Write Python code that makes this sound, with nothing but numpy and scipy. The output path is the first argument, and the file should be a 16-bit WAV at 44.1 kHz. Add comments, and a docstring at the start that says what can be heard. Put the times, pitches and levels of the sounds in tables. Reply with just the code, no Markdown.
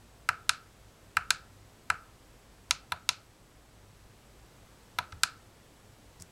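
"""Two small push buttons click under a finger on a plastic loudspeaker, on a table in a quiet room.
Each switch dome snaps down with a bright click and springs back with a dull one; both impulses excite
the modes of the same shell and rock it on its feet. Once the finger lands on a loose cap with a soft
rattle; at the end it slips across the cap with a few thin ticks. Behind the clicks and their short
echo the room rumbles and hums faintly, the microphone hisses and the electronics whine."""
import sys
import numpy as np
from scipy import signal
from scipy.fft import rfft, irfft
from scipy.io import wavfile

SR = 44100
rng = np.random.default_rng(int(sys.argv[2]) if len(sys.argv) > 2 else 0)


def digitize_waveform(pressure):
    """Quantize a signal to 16-bit integers and store it at the path in sys.argv[1].

    Rows of a 2-D input are taken as channels; values are limited to [-1, 1].
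    """
    field = np.atleast_2d(pressure).T
    bounded = np.clip(field, -1, 1)
    quanta = np.round(bounded * 32767).astype(np.int16)
    wavfile.write(sys.argv[1], SR, quanta)


N = 278266

RIGHT_UP, RIGHT_DOWN, LEFT_UP, LEFT_DOWN = range(4)  # the strokes of the two buttons
# Modes of the shell. Each row: frequency in Hz, t60 in seconds, then relative level in dB for each
# of the four strokes in the order above.
SHELL_MODES = [(670, 0.043, -44, -43, -39, -45), (840, 0.02, -26.5, -33.5, -30, -53),
               (939, 0.039, -28.5, -33.0, -26.5, -41), (991, 0.051, -28.0, -31.0, -24.5, -28.0),
               (1239, 0.027, -17.5, -23.0, -27, -27.5), (1338, 0.023, -10.5, -15.0, -18.0, -20.5),
               (1554, 0.024, -13.0, -14.5, -23.5, -29.5), (1653, 0.032, -19.5, -22.5, -27, -31.5),
               (1830, 0.027, -26.0, -28, -36, -34.5), (2060, 0.021, -21.0, -24, -28.0, -23.0),
               (2403, 0.033, -24.0, -23.5, -29, -26), (2560, 0.032, -32, -27.5, -41, -35.0),
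               (2708, 0.02, -22.5, -20.5, -27.5, -18.5), (3076, 0.019, -31, -24, -33.5, -24.5),
               (3396, 0.025, -39, -25.5, -29.5, -21.5), (3750, 0.012, -33, -13.5, -24.0, -15.0),
               (3960, 0.026, -33, -23.5, -30, -19), (4090, 0.021, -31.5, -19.0, -28, -22.5),
               (4640, 0.013, -28, -15.5, -35, -15), (5180, 0.022, -33, -23, -51, -27),
               (5446, 0.025, -36, -23.5, -41, -21.5), (5910, 0.017, -37, -24.5, -37, -20.5),
               (6480, 0.016, -46, -21.5, -54, -18.5), (6880, 0.017, -52.0, -23.5, -56.0, -36.0),
               (7420, 0.0078, -27.0, -16, -61, -54), (7890, 0.018, -34, -25, -53, -24.5),
               (8430, 0.01, -31, -18.5, -59, -49.0), (9300, 0.011, -52.0, -29, -36, -21.0),
               (9730, 0.014, -34, -20.5, -48, -56), (10550, 0.013, -45, -42, -50, -33)]
# Snaps of the domes. Each row: start in seconds, stroke, gain of the ring in dB, crack level in dB.
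DOME_SNAPS = [(0.2890, RIGHT_UP, -0.5, -31), (0.4929, RIGHT_DOWN, 0.24, -28), (1.1688, RIGHT_UP, 0.3, -37),
              (1.3053, RIGHT_DOWN, 0.25, -27), (1.901, RIGHT_UP, -0.46, -36.5),
              (2.7089, LEFT_DOWN, 0, -29.5), (2.9205, LEFT_UP, -1.6, -34), (3.0902, LEFT_DOWN, -0.8, -30),
              (4.9866, LEFT_UP, 1, -32.5), (5.2338, RIGHT_DOWN, -0.4, -24.5)]
# Spectrum of a dome's crack. Each row: frequency in Hz, relative level in dB.
CRACK_SPECTRUM = [(1000, -11), (2000, -8), (4500, -3.5), (7000, -2), (10000, -0.5), (12500, -1),
                  (14500, -16), (16000, -26)]
# Spectrum of a fingertip's tick. Each row: frequency in Hz, relative level in dB.
TICK_SPECTRUM = [(1500, -16), (3500, -17), (5200, 0.5), (8000, -1), (11000, -10), (16000, -18)]
# Reverberation time of the room. Each row: frequency in Hz, t60 in seconds.
ECHO_T60 = [(300, 0.19), (1100, 0.18), (1300, 0.39), (1480, 0.29), (2000, 0.25), (3000, 0.2447),
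            (4500, 0.23), (6500, 0.1844), (10000, 0.13), (16000, 0.06)]
# Spectrum of the room's echo. Each row: frequency in Hz, relative level in dB.
ECHO_SPECTRUM = [(200, 6), (700, 8.5), (1000, 3), (1160, -4), (1300, 3), (1450, -3.5), (1600, 1),
                 (2000, -5.5), (2650, -1), (3200, -5.5), (4800, -1.5), (8000, -2), (12000, -3.5),
                 (15000, -12.5)]
# Spectrum of room rumble and microphone hiss. Each row: frequency in Hz, relative level in dB.
FLOOR_SPECTRUM = [(12, -11.5), (22, -0.5), (35, -1), (52, 1), (70, -5), (125, 0.5), (160, -4.5), (400, -8),
                  (510, -9), (1000, -13), (2500, -19), (8000, -24), (13000, -29.5), (16000, -36.5)]
# Slow drift of that rumble and hiss. Each row: time in seconds, level in dB.
FLOOR_LEVEL = [(0, -58.5), (2.2, -58), (3.5, -59.5), (4.6, -57.5), (6.31, -58)]
# Wavering hum of the room. Each row: centre frequency in Hz, bandwidth in Hz, level in dB.
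HUM_BANDS = [(53.4, 12, -64.5), (100.2, 10, -67)]
# Thin whine of the electronics. Each row: frequency in Hz, level in dB.
WHINE_TONES = [(7792, -95), (7852, -83.5), (7882, -84.5), (8002, -93), (13050, -93)]

LANDING_S, SLIP_START_S, SLIP_END_S = 5.1226, 6.1994, 6.2219
# Jolts of the case. Each pair: gain of the rocking in dB, gain of the table top in dB.
PRESS_JOLT_DB, RELEASE_JOLT_DB = (-49.5, -49.5), (-44, -44)
LANDING_JOLT_DB, SLIP_JOLT_DB = (-39.5, -50), (-46, -43.5)


def buttons(crack_t60=0.018, radiate_hz=500):
    """Impact excitation: a dome cracks and the shell rings. Returns direct and wall-bound sound."""
    direct, spread = np.zeros(N), np.zeros(N)
    radiation = signal.butter(2, radiate_hz, "high", fs=SR, output="sos")  # small shell, little bass
    for s, stroke, strength_db, crack_db, contact_hz in contacts():
        ring = signal.sosfilt(radiation, shell_ring(stroke))
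        softness = np.exp(-2 * np.pi * contact_hz / SR)  # a soft contact leaves the high modes quiet
        ring = signal.lfilter([1 - softness], [1, -softness], ring)
        click = from_db(strength_db) * ring + from_db(crack_db) * burst(CRACK_SPECTRUM, crack_t60)
        add(direct, s, click)
        add(spread, s, toward_walls(click))
    return direct, spread


def contacts(snap_hz=20000, landing_hz=3180, landing_db=-25.5, cap_rock_s=.0024):
    """Hardness sets bandwidth: domes snap hard; the loose cap lands softly on one edge, then the other."""
    snaps = [(*snap, snap_hz) for snap in DOME_SNAPS]
    rattle = [(LANDING_S + k * cap_rock_s, stroke, landing_db, -np.inf, landing_hz)  # no crack
              for k, stroke in enumerate((LEFT_DOWN, RIGHT_UP))]
    return snaps + rattle


def shell_ring(stroke, spread_db=1.0, detune=0.0017, size=4096):
    """Modal superposition: the shell rings in damped sines, varied a little by the grip of the hand."""
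    t, modes = np.arange(size) / SR, np.array(SHELL_MODES)
    pitch_scatter, level_scatter = rng.standard_normal((2, len(modes)))
    hz = modes[:, 0] * (1 + detune * pitch_scatter)
    gains = from_db(modes[:, 2 + stroke] + spread_db * level_scatter)
    signs = (-1) ** np.arange(len(modes))  # neighbours start in opposition, so the ring swells briefly
    damped_sines = np.sin(2 * np.pi * hz[:, None] * t) * fade(t, modes[:, 1:2])
    return (gains * signs) @ damped_sines


def thumps(feet_hz=84, feet_t60=0.22, table_hz=(122, 170), table_t60=0.22, rise_s=0.00066, size=16384):
    """Mass on a spring: each jolt rocks the case on its rubber feet and shakes the table."""
    out, t = np.zeros(N), np.arange(size) / SR
    rocking = np.sin(2 * np.pi * feet_hz * t) * fade(t, feet_t60)
    table = np.mean([np.sin(2 * np.pi * hz * t) for hz in table_hz], axis=0) * fade(t, table_t60)
    onset = 1 - np.exp(-t / rise_s)
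    for s, rocking_db, table_db in jolts():
        add(out, s, (from_db(rocking_db) * rocking - from_db(table_db) * table) * onset)
    return out


def jolts(pad_lag_s=0.0057, settle_s=0.0403, settle_loss_db=6):
    """Momentum transfer: each move jolts the case, a release more than a press, which steadies it."""
    snaps = [(s, *(PRESS_JOLT_DB if stroke in (RIGHT_DOWN, LEFT_DOWN) else RELEASE_JOLT_DB))
             for s, stroke, *_ in DOME_SNAPS]
    landing = (LANDING_S + pad_lag_s, *LANDING_JOLT_DB)
    settling = (LANDING_S + pad_lag_s + settle_s, *(db - settle_loss_db for db in LANDING_JOLT_DB))
    slip = (SLIP_START_S + pad_lag_s, *SLIP_JOLT_DB)
    return snaps + [landing, settling, slip]


def fingertip(break_db=-45, stutter_db=-50, flick_db=-34.5, t60=.011, uneven=.2, spread_db=1.0, steps=6):
    """Stick-slip friction: skin breaks loose, stutters and flicks off, too lightly to ring the shell."""
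    out = np.zeros(N)
    step_s = (SLIP_END_S - SLIP_START_S) / steps
    stutter = [(SLIP_START_S + step_s * (k + uneven * later), stutter_db + spread_db * louder)
               for k, (later, louder) in enumerate(rng.standard_normal((steps - 1, 2)), 1)]
    for s, db in [(SLIP_START_S, break_db), *stutter, (SLIP_END_S, flick_db)]:
        add(out, s, from_db(db) * burst(TICK_SPECTRUM, t60))
    return out


def burst(spectrum, t60, size=4096):
    """Modal overlap: countless tiny high modes, struck at once, merge into a dying hiss."""
    return noise(spectrum, size) * fade(np.arange(size) / SR, t60)


def toward_walls(sound, blur=0.13, delay_s=.003):
    """Spatial averaging: summed over all directions, the shell's peaks and notches even out."""
    running_power = np.cumsum(np.abs(rfft(sound)) ** 2)
    bins = np.arange(len(running_power))
    reach = 1 + blur * bins
    upper = np.interp(bins + reach, bins, running_power)
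    lower = np.interp(bins - reach, bins, running_power)
    mean_power = np.abs(upper - lower) / (2 * reach)
    pulse = irfft(np.sqrt(mean_power), len(sound))  # zero phase: centred on time zero
    return np.roll(pulse, int(delay_s * SR))


def room(x, wet_db=-17.2, first_echo_s=0.0016, build_s=0.0022, size=22050):
    """Reverberation: diffuse echoes build up within milliseconds; the treble dies first."""
    t, hz = np.arange(size) / SR, np.fft.rfftfreq(size, 1 / SR)
    coloured = rfft(rng.standard_normal(size)) * from_db(at_hz(ECHO_SPECTRUM, hz))
    centres, t60s = np.transpose(ECHO_T60)
    tail = 0
    for t60, pick in zip(t60s, np.eye(len(centres))):
        band = at_hz(np.c_[centres, pick], hz)  # 1 at this centre, 0 at its neighbours
        tail = tail + irfft(coloured * band, size) * fade(t, t60)
    tail *= 1 - np.exp(-np.maximum(t - first_echo_s, 0) / build_s)
    tail /= np.sqrt(np.sum(tail ** 2))
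    return from_db(wet_db) * signal.fftconvolve(x, tail)[:N]


def background():
    """Noise floor: broadband rumble and hiss, a hum that wavers as narrowband noise does, a steady whine."""
    t, freqs = np.arange(N) / SR, np.fft.rfftfreq(N, 1 / SR)
    s, db = np.transpose(FLOOR_LEVEL)
    out = from_db(np.interp(t, s, db)) * noise(FLOOR_SPECTRUM, N)
    for hz, width_hz, hum_db in HUM_BANDS:
        resonance = 1 / (1 + (2 * (freqs - hz) / width_hz) ** 2)
        hum = irfft(rfft(rng.standard_normal(N)) * resonance, N)
        out += from_db(hum_db) * rms_one(hum)
    for hz, whine_db in WHINE_TONES:
        out += from_db(whine_db) * np.sqrt(2) * np.sin(2 * np.pi * (hz * t + rng.random()))
    return out


def noise(spectrum, size):
    """Spectral shaping: white noise takes on a given colour, at rms 1."""
    gains = from_db(at_hz(spectrum, np.fft.rfftfreq(size, 1 / SR)))
    return rms_one(irfft(rfft(rng.standard_normal(size)) * gains, size))


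def from_db(db):
    """Decibels to amplitude ratio."""
    return 10 ** (np.asarray(db) / 20)


def rms_one(x):
    """Normalisation to unit power."""
    return x / np.sqrt(np.mean(x ** 2) + 1e-20)


def at_hz(points, hz):
    """Interpolation along a log-frequency axis."""
    points = np.array(points)
    return np.interp(np.log(np.maximum(hz, 1)), np.log(points[:, 0]), points[:, 1])


def fade(t, t60):
    """Exponential decay, 60 dB down after t60 seconds."""
    return np.exp(-np.log(1000) * t / t60)


def add(out, s, sound):
    """Superposition: a sound joins the mix at s seconds."""
    start = int(round(s * SR))
    out[start:start + len(sound)] += sound[:N - start]


def scene():
    """Direct and diffuse fields: clicks, ticks and their echo sum with the thumps and the background."""
    direct, spread = buttons()
    ticks = fingertip()
    return (direct + ticks + room(spread + ticks) + thumps() + background())[None]


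def record(dry, cutoff_hz=16000):
    """Band limiting: a steep low-pass filter removes the highest treble."""
    return signal.sosfilt(signal.ellip(10, .1, 80, cutoff_hz, fs=SR, output="sos"), dry)


dry = scene()
out = record(dry)
digitize_waveform(out)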